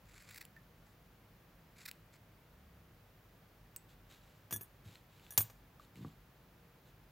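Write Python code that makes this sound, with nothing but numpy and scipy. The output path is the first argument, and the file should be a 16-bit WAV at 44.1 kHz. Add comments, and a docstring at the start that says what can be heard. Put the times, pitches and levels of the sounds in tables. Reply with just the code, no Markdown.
"""Small steel scissors trim a doll's yarn fringe twice, close to the microphones in a quiet, droning room:
the blades rub, strands part in short crunches, the tips click shut. At 3.8 s the scissors are closed,
then fingers brush the doll's wool on and off. At 4.5 s the scissors touch down on a table, and a hand
bumps it. At 5.3 s they drop: the blades crack and ring, the top thuds. Near 6 s a hand taps the table
and judders along its edge."""
import sys
import numpy as np
from scipy import signal
from scipy.fft import rfft, irfft
from scipy.io import wavfile

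SR = 44100
rng = np.random.default_rng(int(sys.argv[2]) if len(sys.argv) > 2 else 0)


def store_wav(level_fs):
    """Save 16-bit WAV to argv[1]."""
    pcm = np.round(np.clip(np.atleast_2d(level_fs), -1, 1) * 32767)
    wavfile.write(sys.argv[1], SR, pcm.T.astype(np.int16))


N = 313551
TIME_S = np.arange(N) / SR
AGE_S = TIME_S[:SR // 2]

# Room noise, its bass trim, its side channel. Each row: frequency in Hz, gain in dB.
AIR_COLOUR = [(15, -40), (25, -9), (59, -6.5), (107, -9), (133, -5), (160, -10.5), (188, -9), (221, -13.5),
              (433, -18.5), (631, -19), (703, -20), (1660, -24), (7300, -39), (8130, -43), (15500, -32)]
AIR_BASS_TRIM = [(30, -9.5), (45, -2), (78, -7.0), (110, -0.5)]
AIR_SIDE_COLOUR = [(30, -33.5), (70, -31), (150, -22), (300, -12.5), (700, -9), (1500, -7.5), (3000, -4.5),
                   (6000, -6), (14000, -4.5)]
# Room drones. Each row: centre in Hz, half width in Hz, level in dB.
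ROOM_DRONES = [(45.9, 5.5, -71), (102.9, 4.58, -72.5), (164, 10, -74.5), (473.7, 6, -84.5)]
# Blades sliding over each other and the yarn. Each row: start in seconds, length in seconds, level in dB.
BLADE_STROKES = [(.04, 0.44, -64.5), (.84, 0.1, -77), (1.755, 0.1, -61), (2.12, 0.052, -66.5)]
# Strands parting. Each row: midpoint in seconds, level in dB.
STRAND_CUTS = [(.224, -54.5), (.291, -57), (.312, -51), (.325, -56), (.346, -51), (0.361, -48.5),
               (.371, -52), (.380, -45.5), (.414, -44), (.426, -54), (1.860, -41.5), (1.883, -43.5),
               (1.8892, -45)]
# Blades and pivot clicking, then a hand tapping the table (last two rows). Each row: start in seconds,
# snap level in dB, tilt in dB per octave, resonance in Hz, its level in dB, its t60 in seconds.
CLICKS_AND_TAPS = [(0.3088, -45, 0, 2460, -58, .01), (0.4519, -39, 2, 7700, -60, .018),
                   (.565, -57, -5, 1817, -52, 0.063), (1.9134, -31.5, -2, 2700, -36, 0.0068),
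                   (3.7623, -29, 0.2, 7910, -47.5, .06), (4.9553, -49, -8.5, 4180, -54, .021),
                   (5.197, -56, -5, 3000, -71, .02), (5.2658, -52.5, -9.5, 3600, -61, 0.013),
                   (5.797, -70, -7, 1193, -54.5, 0.028), (5.957, -55, -3, 2360, -53.5, 0.016)]
# Fingers on wool. Each row: start in seconds, length in seconds, level in dB.
WOOL_BRUSHES = [(3.88, 0.075, -68), (4.085, .12, -64.5), (4.17, 0.34, -74.5), (4.835, .2, -65.5),
                (5.08, 0.49, -69.5), (5.79, 0.12, -71), (5.94, 0.24, -69.5), (6.85, 0.076, -74)]
# Steel meeting the table. Each row: start in seconds, crack in dB, ring in dB,
# time until choked in seconds, posture from 0 (on the tip) to 1 (flat).
STEEL_CONTACTS = [(4.509, -43, -44, 0.046, .25), (4.525, -38.5, -35.5, 0.06, .15),
                  (4.534, -49.5, -40, 0.031, .05), (4.561, -51, -43, 0.026, 0.34),
                  (4.6098, -51, -44, 0.05, 0.5), (5.306, -58, -48.5, 0.033, .05),
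                  (5.322, -54.5, -50.5, .07, .15), (5.3766, -19, -23.5, 0.06, .92),
                  (5.390, -45.5, -49.5, .04, 0.91), (5.4045, -37, -32, .035, 0.92),
                  (5.4991, -52.5, -60, .02, .95)]
# Bending modes of the blades. Each entry: frequency in Hz.
BLADE_MODES_HZ = [1703, 3440, 5895, 6685, 7424, 8443, 8495, 9215, 9585, 9762, 10414, 10535, 11968, 12452,
                  13430, 13497, 13540, 14122, 14300, 14530, 15130]
# The same modes. Each row: t60 in seconds, weight on the tip in dB, weight lying flat in dB.
BLADE_MODE_RESPONSE = [(0.2, -11, -21.5), (.147, -12.5, -24.5), (0.19, -5, -26), (0.09, -5, -11),
                       (0.12, -37.5, -14), (0.21, -29, -6), (0.2, -5, -28), (.1, -9, -26),
                       (0.087, -21.5, 2), (0.22, 0.5, -18.5), (0.14, -6.5, -5), (0.1805, -8.5, -24),
                       (.1, -29, 1), (.12, -27, -16.5), (0.12, 0.5, 5.5), (0.13, -13, 1.5),
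                       (0.1394, -6.5, -2), (.16, -5, -1), (.16, -8, -3), (.14, -7, -13.5),
                       (0.506, -38, -22.5)]
# Blows on the table. Each row: start in seconds, force in dB, push length in seconds,
# place from 0 (middle) to 1 (edge).
TABLE_BUMPS = [(4.523, -42, .0014, .2), (4.551, -46, .0023, .05), (4.856, -39, .0055, .3),
               (5.376, -33, .004, .08), (5.397, -46, .0042, .5), (6.048, -40, .00037, .95)]
# Table top modes. Each row: frequency in Hz, t60 in seconds, weight in the middle in dB, at the edge in dB.
TABLE_MODES = [(106.7, 0.27, 0, -19.5), (122, 0.26, -8.5, -23.5), (156.6, 0.23, -8.5, -5),
               (190, 0.12, -8.5, -7.5), (213, 0.12, -7.5, -9.5), (274.5, 0.1, -9, -6),
               (341.3, 0.085, -0.5, -12.5), (450, 0.066, -15, -10.5), (785, 0.022, -16, -6.5),
               (998, 0.0242, -14.5, -9), (1139, 0.0324, -18, -7)]
# Spectra of edges rubbing, yarn parting, clicks and taps, brushed wool, steel impacts and the reverb's
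# side channel. Each row: frequency in Hz, gain in dB.
RUB_COLOUR = [(500, -29), (1200, 0), (2300, 8.5), (3050, -4), (3650, -0.5), (4700, 1), (5800, -5.5),
              (7600, 2.5), (8800, -12), (9900, -3.5), (11000, -11), (12200, -7), (13200, -14),
              (16000, -21.5)]
FIBRE_COLOUR = [(400, -30), (1000, -13.5), (1700, 3), (2500, 2.5), (3100, -14), (3700, -2), (4700, -1.5),
                (6700, -12), (7600, -5.5), (8300, -12), (9800, -6.5), (11000, -14.5), (12200, -6.5),
                (13000, -8), (13800, -10), (16000, -3)]
SNAP_COLOUR = [(500, -32), (1500, -14), (2650, 4), (3600, -5), (4500, -0.5), (6000, -14), (7800, -4.5),
               (10000, -0.5), (11700, -4), (13400, -1.5), (16000, 4)]
BRUSH_COLOUR = [(300, -3), (1000, -1.5), (2000, -3.5), (3800, 1), (5500, -9.5), (7500, -5.5), (9000, -15),
                (13000, -8.5), (16000, -27)]
IMPACT_COLOUR = [(40, -38), (130, -4), (300, -3.5), (620, -1), (1200, -1), (1900, -6), (2500, -0.5),
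                 (3400, -4), (4000, -7), (4700, -4), (7100, 2.5), (8800, -16), (10000, -5.5), (12000, 5),
                 (13600, -3), (14900, -5), (16000, -13)]
REVERB_SIDE_COLOUR = [(300, -23.0), (2000, 21.5), (5000, -20.0), (14000, -23.5)]


def undb(db):
    """Decibels to gain."""
    return 10 ** (np.asarray(db) / 20)


def unit(x):
    """Scale to rms 1."""
    return x / np.sqrt(np.mean(x ** 2))


def fade(t60_s):
    """Free decay after a blow."""
    return np.exp(-np.log(1000) * AGE_S / t60_s)


def add(track, start_s, sound):
    """Mix a sound into the track."""
    start = int(start_s * SR)
    track[start:start + len(sound)] += sound[:N - start]


def gains(points, hz):
    """Gain of a (Hz, dB) colour at given frequencies."""
    point_hz, db = np.transpose(points)
    return undb(np.interp(np.log(hz + 1), np.log(point_hz), db))


def colour(x, points, tilt_db_oct=0):
    """Minimum-phase filter that keeps the power of white noise."""
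    hz = np.fft.rfftfreq(1024, 1 / SR)
    tilt = undb(tilt_db_oct * np.log2(hz / 5000 + 0.1))
    cepstrum = irfft(np.log(gains(points, hz) * tilt))
    cepstrum[1:len(hz) - 1] *= 2
    cepstrum[len(hz):] = 0
    response = irfft(np.exp(rfft(cepstrum)))
    return signal.fftconvolve(x, response / np.linalg.norm(response))[:len(x)]


def band(centre_hz, half_width_hz, size=N):
    """Noise in one resonance, rms 1; a random wander if centred on 0 Hz."""
    hz = np.fft.rfftfreq(size, 1 / SR)
    spectrum = rfft(rng.standard_normal(size)) / (1 + ((hz - centre_hz) / half_width_hz) ** 2)
    return unit(irfft(spectrum, size))


def crackle(rate_hz, spread_db, size=N):
    """Tiny slips and snaps of uneven size, rms 1."""
    hits = rng.random(size) < rate_hz / SR
    signs = rng.choice([-1, 1], size)
    return unit(hits * signs * undb(spread_db * np.clip(rng.standard_normal(size), -2, 2)))


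def ring(modes, place, scatter_db):
    """Modes of a struck body; the place of the blow, 0 to 1, shares out the energy."""
    hz, t60_s, here_db, there_db = np.transpose(modes)
    detune, uneven = rng.standard_normal((2, len(hz)))
    weights = undb(here_db + place * (there_db - here_db) + scatter_db * uneven)
    weights *= np.sqrt(2) / np.linalg.norm(weights)
    hz = hz * (1 + .001 * detune)
    return sum(w * fade(t) * np.sin(2 * np.pi * f * AGE_S) for f, t, w in zip(hz, t60_s, weights))


def arch(start_s, length_s, crest):
    """Smooth rise and fall, reaching 1 at the fraction `crest` of its length."""
    progress = (TIME_S - start_s) / length_s
    return np.sin(np.pi * np.interp(progress, [0, crest, 1], [0, .5, 1]))


def pressure(moves, crest):
    """Envelope of a series of movements, one arch each."""
    return sum(undb(db) * arch(start_s, length_s, crest) for start_s, length_s, db in moves)


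def air(noise_db=-64.5, deep_hz=69, deep_db=-77, swell_db=-66.5):
    """Room rumble, microphone hiss and wavering drones; one deep drone swells once."""
    hz = np.fft.rfftfreq(N, 1 / SR)
    mid, side = rfft(rng.standard_normal((2, N))) * gains(AIR_COLOUR, hz) * gains(AIR_BASS_TRIM, hz)
    mid, side = irfft(mid, N), irfft(side * gains(AIR_SIDE_COLOUR, hz), N)
    noise = undb(noise_db) * (mid + np.outer([1, -1], side)) / mid.std()
    drones = sum(undb(db) * band(centre_hz, half_hz) for centre_hz, half_hz, db in ROOM_DRONES)
    deep = unit(np.sin(2 * np.pi * deep_hz * TIME_S + band(0, half_width_hz=3)))
    swell = undb(swell_db) * arch(start_s=2.45, length_s=.5, crest=0.43)
    return noise + drones + deep * (undb(deep_db) + swell)


def snips(lead_s=0.05):
    """The edges rub in fine stick-slip; each strand parts as a swell of snapping fibres."""
    slips = crackle(rate_hz=5500, spread_db=6)
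    flicker_db = 3.4 * band(0, half_width_hz=53)
    out = colour(slips * undb(flicker_db), RUB_COLOUR) * pressure(BLADE_STROKES, crest=0.45)
    for middle_s, db in STRAND_CUTS:
        sigma_s = 0.0031 * 2 ** ((db + 45) / 10)  # thicker bunches are louder and take longer
        swell = np.exp(-.5 * ((AGE_S - lead_s) / sigma_s) ** 2)
        fibres = swell * crackle(rate_hz=9000, spread_db=5, size=len(AGE_S))
        add(out, middle_s - lead_s, undb(db) * colour(fibres, FIBRE_COLOUR, tilt_db_oct=0.5))
    return out


def clicks_and_taps():
    """Blades and pivot click, then a hand taps the table; each is a snap and one brief resonance."""
    out = np.zeros(N)
    for start_s, snap_db, tilt_db_oct, hz, ring_db, t60_s in CLICKS_AND_TAPS:
        burst = fade(t60_s=0.0057) * rng.standard_normal(len(AGE_S))
        snap = undb(snap_db) * colour(burst, SNAP_COLOUR, tilt_db_oct)
        resonance = undb(ring_db) * fade(t60_s) * band(hz, 0.044 * hz, size=len(AGE_S))
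        add(out, start_s, snap + resonance)
    return out


def wool():
    """Fibres catch and let go under the fingers."""
    catches = crackle(rate_hz=4900, spread_db=4.5)
    flicker_db = 1.8 * band(0, half_width_hz=40)
    return colour(catches * undb(flicker_db), BRUSH_COLOUR) * pressure(WOOL_BRUSHES, crest=.22)


def blade_impact(t60_s, tilt_db_oct):
    """One blade lands in a dense, decaying chatter."""
    chatter = fade(t60_s) * crackle(rate_hz=13000, spread_db=1.0, size=len(AGE_S))
    return colour(chatter, IMPACT_COLOUR, tilt_db_oct)


def dropped_steel(second_lag_s=.003, second_db=-5):
    """The two blades land in turn, brighter the harder they hit, and ring until they come to rest."""
    out = np.zeros(N)
    modes = np.column_stack([BLADE_MODES_HZ, BLADE_MODE_RESPONSE])
    for start_s, crack_db, ring_db, rest_s, flat in STEEL_CONTACTS:
        tilt_db_oct = 0.17 * (crack_db + 22.5)
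        first = blade_impact(t60_s=0.02, tilt_db_oct=tilt_db_oct)
        second = blade_impact(t60_s=0.039, tilt_db_oct=tilt_db_oct)
        add(out, start_s, undb(crack_db) * first)
        add(out, start_s + second_lag_s, undb(crack_db + second_db) * second)
        blades = ring(modes, flat, scatter_db=3.0) * (1 - fade(t60_s=0.0076))
        pivot_rattle = unit(undb(2.4 * band(0, half_width_hz=119.5, size=len(AGE_S))))
        choke = undb(-27) + np.exp(-(AGE_S / rest_s) ** 4)  # table and fingers leave a faint after-ring
        add(out, start_s, undb(ring_db) * blades * pivot_rattle * choke)
    return out


def table_thuds(blows):
    """A longer, softer push reaches only the lowest modes of the top, which radiates little below them."""
    out = np.zeros(N)
    for start_s, db, push_s, edge in blows:
        push = np.sin(np.pi * np.minimum(AGE_S / push_s, 1))
        thud = signal.fftconvolve(ring(TABLE_MODES, edge, scatter_db=2), push / push.sum())
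        add(out, start_s, undb(db) * thud[:len(AGE_S)])
    return signal.sosfilt(signal.butter(6, 84, "high", fs=SR, output="sos"), out)


def judder(count=5, start_s=5.957, gap_s=.0165, push_s=0.0022, first_db=-52, growth_db=3.1):
    """Blows of a hand slipping almost evenly along the table's edge, pressing harder as it goes."""
    gaps_s = gap_s * (1 + 0.14 * rng.standard_normal(count))
    return [(start_s + gaps_s[:k].sum(), first_db + k * growth_db, push_s, 1) for k in range(count)]


def room(x, wet_db, low_t60_s, high_t60_s, width):
    """A small furnished room swallows the treble first; the two close microphones differ only a little."""
    echoes = rng.standard_normal((2, len(AGE_S)))
    lows = signal.sosfilt(signal.butter(1, 3000, fs=SR, output="sos"), echoes)
    tails = lows * fade(low_t60_s) + (echoes - lows) * fade(high_t60_s)
    mid, side = tails * (1 - fade(t60_s=0.044))
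    side = colour(side, REVERB_SIDE_COLOUR)
    mid, side = (signal.fftconvolve(x, tail / np.linalg.norm(tail))[:N] for tail in (mid, side))
    return undb(wet_db) * (mid + width * np.outer([1, -1], side))


def scene():
    """Close sounds at the table, their reverb and the room's air."""
    near = snips() + clicks_and_taps() + dropped_steel() + table_thuds(TABLE_BUMPS + judder()) + wool()
    return near + room(near, wet_db=-18.5, low_t60_s=0.36, high_t60_s=0.14, width=0.21) + air()


def record(dry):
    """Band limit: 38 Hz to 15.8 kHz."""
    dry = signal.sosfilt(signal.butter(10, 38, "high", fs=SR, output="sos"), dry)
    return signal.sosfilt(signal.ellip(10, .2, 70, 15800, fs=SR, output="sos"), dry)


dry = scene()
out = record(dry)
store_wav(out)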